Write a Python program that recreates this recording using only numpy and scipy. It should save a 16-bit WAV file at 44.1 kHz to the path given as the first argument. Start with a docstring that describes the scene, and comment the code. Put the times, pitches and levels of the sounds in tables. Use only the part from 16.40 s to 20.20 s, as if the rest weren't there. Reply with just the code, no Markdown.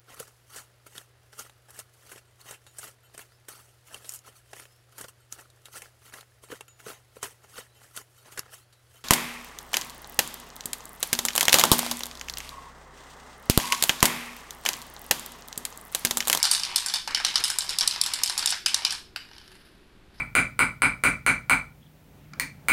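"""In a small garage, over a faint rumble and hum, a spray paint can is shaken by hand. Its mixing ball strikes
the ends about ten times a second, glances off the wall and skips lightly in between, and the paint sloshes.
The shaking stops, the ball drops once more, ticks and rolls, and gloves rub on the can. Contacts are snaps of
decaying noise with ringing modes, filtered by the shell's colours and answered by bench and room.
The slosh is swarms of sine bubbles; rub, roll and rumble are coloured noise."""
import sys
import numpy as np
from scipy import signal
from scipy.fft import rfft, irfft, next_fast_len
from scipy.io import wavfile
from scipy.ndimage import map_coordinates

SR = 44100
rng = np.random.default_rng(int(sys.argv[2]) if len(sys.argv) > 2 else 0)


def to_wav(s):
    """Save 16-bit WAV."""
    ch = np.atleast_2d(s).T  # columns
    pcm = np.round(np.clip(ch, -1, 1) * 32767)  # PCM
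    wavfile.write(sys.argv[1], SR, pcm.astype(np.int16))


N = 167580


def amp(db):
    """Decibels to gain."""
    return 10 ** (np.asarray(db) / 20)


def unit(x):
    """Scale to rms 1."""
    return x / np.sqrt(np.mean(x ** 2) + 1e-20)


def along(points, hz):
    """Read a curve of (f/Hz, value) points on a log frequency axis."""
    f, v = np.transpose(points)
    return np.interp(np.log(hz + 1), np.log(f + 1), v)


def add(track, s, sound):
    """Mix a sound into a track at s seconds."""
    i = max(round(s * SR), 0)
    track[i:i + len(sound)] += sound[:len(track) - i]


def causal(points, size=1024):
    """Minimum-phase impulse response of a colour, by folding its cepstrum."""
    hz = np.fft.rfftfreq(size, 1 / SR)
    cepstrum = irfft(np.log(amp(along(points, hz))))
    cepstrum[1:size // 2] *= 2
    cepstrum[size // 2 + 1:] = 0
    return irfft(np.exp(rfft(cepstrum)))


def noise(points):
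    """Steady coloured noise of rms 1."""
    m = next_fast_len(N + SR // 2)
    colour = amp(along(points, np.fft.rfftfreq(m, 1 / SR)))
    return unit(irfft(rfft(rng.standard_normal(m)) * colour, m)[:N])


def wobble(rate):
    """A smooth random curve through rate knots a second."""
    knots = rng.standard_normal(int(N * rate / SR) + 4)
    return map_coordinates(knots, [np.arange(N) * rate / SR])


# broad colour of the room's rumble: f/Hz, relative level/dB
RUMBLE_COLOUR = [(20, -4.5), (50, -4), (110, -10.5), (190, -12), (280, -12), (375, -11), (480, -20.5),
                 (900, -22.5), (1500, -23), (4000, -29.5), (6200, -39), (13000, -43.5), (15000, -56.5)]


def room_rumble(level_db=-55.5):
    """Steady broadband noise, strongest in the lows."""
    return amp(level_db) * noise(RUMBLE_COLOUR)


# faint tones in the room: f/Hz, rms level/dB
HUM_TONES = [(188, -72.5), (374, -72)]


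def hum(waver_per_s=14):
    """Two low tones that waver in level and phase, as sine and cosine parts drift apart."""
    t = np.arange(N) / SR
    out = np.zeros(N)
    for hz, db in HUM_TONES:
        sine = wobble(waver_per_s) * np.sin(2 * np.pi * hz * t)
        cosine = wobble(waver_per_s) * np.cos(2 * np.pi * hz * t)
        out += amp(db) * unit(sine + cosine)
    return out


# how long each band of the room rings: f/Hz, T60/s
ROOM_DECAY = [(300, 0.17), (1500, 0.3), (5000, 0.37), (9000, 0.25), (15000, 0.55)]
# tone of the room's tail: f/Hz, relative level/dB
ROOM_TONE = [(300, 3), (1000, 2), (2500, 6.5), (5000, -2), (8000, 3.5), (14000, -6.5)]


def garage(size, room_db=-5, room_rise_s=.008, bench_db=-8, bench_s=.0052, bench_t60_s=.02,
           echo_db=5.5, echo_spacing_s=.0025, echo_blend_s=.052):
    """Scattered answer of the workbench and the room to a sharp click, as shaped decaying noise."""
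    hz, t, z = signal.stft(rng.standard_normal(size + 256), SR, nperseg=256)
    decay_db = -60 * t / along(ROOM_DECAY, hz)[:, None]
    shape = amp(along(ROOM_TONE, hz)[:, None] + decay_db)
    tail = signal.istft(z * shape, SR, nperseg=256)[1][:size]
    t = np.arange(size) / SR
    # early echoes stand out in level, then blend
    echoes = np.interp(t / echo_spacing_s, np.arange(size), rng.standard_normal(size))
    rise = 1 - np.exp(-(t / room_rise_s) ** 2)
    tail = tail * rise * amp(echo_db * echoes * np.exp(-t / echo_blend_s))
    bench = rng.standard_normal(size) * (t > bench_s) * amp(-60 * t / bench_t60_s)
    return amp(room_db) * unit(tail) + amp(bench_db) * unit(bench)


def in_room(x, room_db):
    """A dry sound plus the garage's answer to it."""
    room = garage(size=SR // 2)
    return x + amp(room_db) * signal.fftconvolve(x, room / np.sqrt(len(room)))[:N]


# stretches in which the ball skips: start t/s, end t/s
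SKIP_SPANS = [(0, .57), (.76, 2.15), (2.27, 2.54)]
# colour of the small contacts: f/Hz, relative level/dB
SKIP_COLOUR = [(150, -20), (500, -17), (900, 3), (1600, -2), (3000, -1), (5200, 1), (6500, -9),
               (10000, -16.5), (15000, -30.5)]


def skitter(per_s=70, level_db=-42.5, spread_db=7.5):
    """The ball skips lightly along the wall: brief noise taps at random times and levels, in the room."""
    taps = np.zeros(N)
    for start, end in SKIP_SPANS:
        for s in np.arange(start, end, 1 / per_s):
            tap = amp(-spread_db * rng.random()) * rng.standard_normal(size=130)
            add(taps, s + rng.random() / per_s, tap)
    coloured = signal.fftconvolve(taps, causal(SKIP_COLOUR))[:N]
    return amp(level_db) * unit(in_room(coloured, room_db=1.5))


def shell_crack(size, count=3, t60_s=.0051, rebound_s=.0012, rebound_db=-1.5, snap_db=11.5):
    """The shell snaps a few times in quick succession as the blow runs up and down it."""
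    t, out = np.arange(size) / SR, np.zeros(size)
    for k in range(count):
        flex = rng.standard_normal(size) * amp(-60 * t / t60_s)
        flex[0] += amp(snap_db)  # sharp edge over the noise
        spacing = rebound_s * (1 + .15 * rng.uniform(-1, 1))
        add(out, k * spacing, amp(rebound_db * k * k) * flex)  # the loss grows with k squared
    return out


# ringing modes of the can, before random detuning and level spread: f/Hz, level/dB, T60/s
CAN_MODES = [(845, -35, 0.035), (1600, -40, .05), (2800, -22.5, .04), (5200, -52.5, .04),
             (5620, -21.5, 0.035), (10600, -39, 0.023)]


def shell_ring(size, spread_db=5, detune=.024):
    """Short decaying sines, the modes of the can, varied a little at each contact."""
    t, out = np.arange(size) / SR, np.zeros(size)
    for hz, db, t60 in CAN_MODES:
        envelope = amp(db + rng.normal(0, spread_db) - 60 * t / t60)
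        out += envelope * np.sin(2 * np.pi * hz * rng.normal(1, detune) * t)
    return out


def spot(size=1024, ripple_db=2.5, width_hz=325.1):
    """Each spot on the shell favours other resonances: random peaks and dips in its colour."""
    hz = np.fft.rfftfreq(size, 1 / SR)
    ripple = map_coordinates(rng.standard_normal(size), [hz / width_hz], mode="mirror")
    return causal(np.column_stack([hz, ripple_db * ripple]))


# colours of the steel shell, each f/Hz, relative level/dB: main clack, low body, bright edge, domed base
CLACK_COLOUR = [(500, -50), (2000, -27.5), (3100, -17.5), (3600, -1.5), (4250, 0), (4550, 2), (4850, 2.5),
                (5050, 3.5), (5280, 4), (5600, -3), (6200, -6.5), (7000, -16.5), (10000, -39.5)]
BODY_COLOUR = [(100, -38), (350, -31), (520, -12), (700, -7.5), (900, 0.5), (1200, -3), (1550, 3.5),
               (2100, -2.5), (3000, 0.5), (6000, -64.5)]
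EDGE_COLOUR = [(3000, -47.5), (6200, -15), (7400, -3), (7900, -4), (8600, -1.5), (9500, -4), (10000, -3),
               (11200, -11.5), (12400, -14), (13300, -18), (15000, -26.5), (15600, -34), (16500, -38)]
DOME_COLOUR = [(500, -55), (1200, -38), (2400, -7.5), (2800, -7.5), (3030, 2.5), (3300, -6), (3800, -21),
               (6000, -46.5)]


def shell_ranges():
    """Filters for the four ranges in which the shell answers: clack, body, edge, dome."""
    return np.array([causal(c) for c in (CLACK_COLOUR, BODY_COLOUR, EDGE_COLOUR, DOME_COLOUR)])


def contact(levels, ranges, room_db, size=3072):
    """One contact: the crack, the short ring of the shell and the room, weighted range by range."""
    source = shell_crack(size) + shell_ring(size)
    room = garage(size=SR // 2)
    ranges = signal.fftconvolve(ranges, spot()[None], axes=1)
    colour = sum(amp(db) * c / np.linalg.norm(c) for db, c in zip(levels, ranges))
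    out = amp(room_db) * np.sqrt(size / len(room)) * signal.fftconvolve(room, colour)
    direct = signal.fftconvolve(source[None], ranges, axes=1)[:, :size]
    add(out, 0, sum(amp(db) * unit(d) for db, d in zip(levels, direct)))
    return out


def knocks(rows, clack_db, body_db, edge_db, dome_db, room_db):
    """Lighter contacts, in which the dome follows the clack; the settings trim the rows' levels."""
    out, ranges = np.zeros(N), shell_ranges()
    for s, clack, body, edge in rows:
        levels = [clack + clack_db, body + body_db, edge + edge_db, clack + dome_db]
        add(out, s, contact(levels, ranges, room_db))
    return out


# glancing knocks, before trims: t/s, clack level/dB, low body level/dB, bright edge level/dB
WALL_GLANCES = [(0.001, -31.5, -34.5, -39), (0.053, -17, -29.5, -24.5), (0.134, -26.5, -34.5, -25),
                (0.149, -19.5, -31.5, -27), (0.197, -26.5, -39, -34.5), (0.25, -27, -38, -38),
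                (0.294, -43.5, -46, -51), (0.303, -47, -50, -45.5), (0.381, -24.5, -36.5, -39),
                (0.4845, -26.5, -40, -32.5), (0.499, -27.5, -49, -45), (0.559, -28, -34.5, -39.5),
                (0.676, -28, -29, -37.5), (0.708, -34, -53.5, -48), (0.772, -41.5, -30, -43),
                (0.801, -34.5, -30, -43.5), (0.865, -25, -34.5, -38), (0.942, -34.5, -40.5, -43),
                (0.979, -22.5, -34.5, -36.5), (1.002, -40, -38.5, -38.5), (1.045, -29, -44.5, -32),
                (1.08, -29, -57, -32.0), (1.101, -23, -29.5, -25.5), (1.207, -24, -44.5, -47),
                (1.306, -35, -43.5, -35.5), (1.398, -28, -47, -33), (1.43, -34.5, -33.5, -37),
                (1.51, -22, -41.5, -37), (1.537, -32.5, -46, -44.5), (1.56, -31.5, -37, -51.5),
                (1.637, -24.5, -63.5, -27.5), (1.662, -23, -33.5, -29), (1.757, -32, -44, -37.5),
                (1.788, -33.5, -37.5, -41), (1.86, -25.5, -51.5, -30.5), (1.876, -26, -61.5, -31.5),
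                (1.897, -22.5, -32, -28), (1.993, -23, -36.5, -30), (2.026, -26.5, -36, -47.5),
                (2.074, -19, -34.5, -29), (2.093, -29.5, -55, -30.5), (2.105, -24.5, -41.5, -25.5),
                (2.124, -22.5, -28, -44), (2.282, -27.5, -55.5, -34), (2.311, -42.5, -48, -44),
                (2.368, -40, -41.0, -52), (2.391, -43.0, -37.5, -55.5), (2.431, -39.5, -48, -58),
                (2.507, -24, -55, -35.5), (2.524, -28.5, -36, -31.5), (2.549, -36, -42.5, -54)]


def wall_glances():
    """The ball glances off the wall of the can between strikes."""
    return knocks(WALL_GLANCES, clack_db=-13.0, body_db=-11.5, edge_db=-12, dome_db=-22.5, room_db=1)


# hard strikes, range levels before trims: t/s, clack level/dB, low body level/dB, bright edge level/dB,
# dome level/dB, room send level/dB
END_STRIKES = [(0.029, -3.5, -36, -17.5, -30.5, -3.5), (0.0404, -8, -28, -30, -32, 5.5),
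               (0.1132, -3.5, -31.5, -16.5, -27.5, 2), (0.2342, -10, -39.5, -32.5, -29, -1),
               (0.3598, -4.5, -34, -17.5, -28, 0), (0.4613, -13.5, -34.5, -26, -42.5, 2),
               (0.5387, -8, -31.5, -28.5, -31, 4.5), (0.7474, -4, -30, -29, -22, -1),
               (0.848, -4, -27.5, -25, -22, -1), (0.9571, -1.5, -26.5, -25.5, -22, -4),
               (1.039, -7, -33.5, -23.5, -26.5, 3.5), (1.186, -10.5, -33.5, -18.5, -33.5, -3),
               (1.292, -11.5, -38, -31.5, -39, 3.5), (1.3865, -6, -36.5, -21, -42, -4.5),
               (1.4093, -4.5, -32, -29.5, -28, 1.5), (1.4763, -3, -38.5, -17, -30, -4.5),
               (1.6138, -3, -62, -17.5, -35.5, -10), (1.7364, -10, -43.5, -24.5, -33.5, 0),
               (1.835, -5, -56, -18.5, -30.5, -4), (1.9782, -10.5, -38, -23.5, -37, 0.5),
               (2.0592, -7.5, -32, -18.5, -28.5, -5.5), (2.2608, -3.5, -26.5, -24, -20.5, -0.5),
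               (2.344, -2.5, -28, -20.5, -31, -5), (2.4497, -3, -27.5, -27, -21.5, -1.5)]


def end_strikes(clack_db=-24.5, body_db=-12.0, edge_db=-12.0, dome_db=-12):
    """The ball hits the ends of the can and rings the domed base; the settings trim the rows' levels."""
    out, ranges = np.zeros(N), shell_ranges()
    for s, clack, body, edge, dome, room in END_STRIKES:
        levels = [clack + clack_db, body + body_db, edge + edge_db, dome + dome_db]
        add(out, s, contact(levels, ranges, room))
    return out


# paint sloshing at the turn of a stroke: t/s, length/s, centre pitch f/Hz, dry level/dB
PAINT_SLOSHES = [(0.279, 0.046, 2970, -43), (0.682, 0.068, 1700, -40.5), (.765, 0.048, 2740, -48.5),
                 (0.862, 0.061, 3000, -40), (0.981, .055, 1750, -41), (1.294, 0.048, 3770, -39.5),
                 (1.411, .05, 1390, -42), (1.526, 0.055, 2290, -50), (1.776, 0.036, 2340, -46),
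                 (2.008, 0.05, 2230, -41.5)]


def slosh(count=60, cycles=14, pitch_spread=.22):
    """Each slosh of paint is a swarm of short sine bubbles; the higher the bubble, the faster it dies."""
    out, t = np.zeros(N), np.arange(SR // 40) / SR
    for s, length, pitch, db in PAINT_SLOSHES:
        swarm = np.zeros(SR // 4)
        times = length * rng.beta(2, 2, count)
        pitches = pitch * np.exp(pitch_spread * rng.standard_normal(count))
        for when, hz in zip(times, pitches):
            add(swarm, when, np.sin(2 * np.pi * hz * t) * amp(-60 * t * hz / cycles))
        add(out, s, amp(db) * swarm * np.sqrt(length * SR) / np.linalg.norm(swarm))
    return in_room(out, room_db=-6)


# resonances of the base: f/Hz, relative level/dB
BASE_COLOUR = [(300, -30), (700, -13.5), (1150, -7.5), (1550, 1.5), (1850, -3.5), (2300, -10), (3000, 0),
               (3400, -10), (4100, -2), (4800, 3), (5500, -6), (6500, -21), (7500, -14), (9000, -19),
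               (12500, -17.5), (15000, -31.5)]


def last_drop(at_s=2.7609, level_db=-38.5, room_db=-1):
    """The ball falls softly onto the base of the upright can and rings only its main resonances."""
    out = np.zeros(N)
    add(out, at_s, contact([level_db], causal(BASE_COLOUR)[None], room_db))
    return out


# ticks of the ball settling, before trims: t/s, clack level/dB, low body level/dB, bright edge level/dB
SETTLING_TICKS = [(2.8514, -48, -49, -64), (2.8883, -39, -49, -70.5), (2.9138, -33.5, -46.5, -74),
                  (2.9332, -32, -54, -73), (2.9503, -42, -52, -72), (2.9644, -32, -49, -72),
                  (2.9816, -27.5, -49.5, -56), (3.014, -34, -50, -70), (3.0784, -32.5, -52, -59),
                  (3.1173, -43, -52, -59), (3.1534, -43.5, -52, -58)]


def settling_ticks():
    """Faint contacts as the ball settles."""
    return knocks(SETTLING_TICKS, clack_db=-29.5, body_db=-12.5, edge_db=-11.5, dome_db=-29.5, room_db=-3)


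def grainy_gain(rows, trim_db, grain_db=2.5, grains_per_s=110):
    """Gain along a level curve, roughened by fast random grain."""
    level_db = np.interp(np.arange(N) / SR, *np.transpose(rows), left=-120)
    return amp(level_db + grain_db * wobble(grains_per_s) + trim_db)


# level of the glove rub, before trim and grain: t/s, level/dB
RUB_LEVEL = [(2.869, -61), (3.0, -59), (3.15, -58), (3.35, -66.5), (3.701, -74.5), (3.8, -59)]
# colour of the glove rub: f/Hz, relative level/dB
GLOVE_COLOUR = [(300, -33), (1000, -12.5), (1600, 4.5), (2200, -3.5), (3000, 0), (3500, -0.5), (4800, -1),
                (6600, -24), (10400, -7), (15000, -22.5)]


def glove_rub():
    """Gloves rub on the can: coloured noise with a grainy level."""
    return noise(GLOVE_COLOUR) * grainy_gain(RUB_LEVEL, trim_db=-0.5)


# level of the rolling ball, before trim and grain: t/s, level/dB
ROLL_LEVEL = [(2.87, -72), (2.93, -62), (3.03, -62), (3.25, -70), (3.68, -85), (3.785, -60), (3.8, -51)]


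def rolling_ball():
    """The ball rolls on the base: grainy noise in the clack's colour, fading, then swelling at the end."""
    return noise(CLACK_COLOUR) * grainy_gain(ROLL_LEVEL, trim_db=-3)


def scene():
    """The shaken can, then the settling ball and gloves, over the room's rumble and hum."""
    room = room_rumble() + hum()
    shaking = skitter() + wall_glances() + end_strikes() + slosh()
    settling = last_drop() + settling_ticks() + glove_rub() + rolling_ball()
    return (room + shaking + settling)[None]


def record(dry, top_hz=15600):
    """Cut everything from the band limit upward."""
    m = next_fast_len(N + SR // 2)
    keep = np.fft.rfftfreq(m, 1 / SR) < top_hz
    return irfft(rfft(dry, m) * keep, m)[:, :N]


dry = scene()
out = record(dry)
to_wav(out)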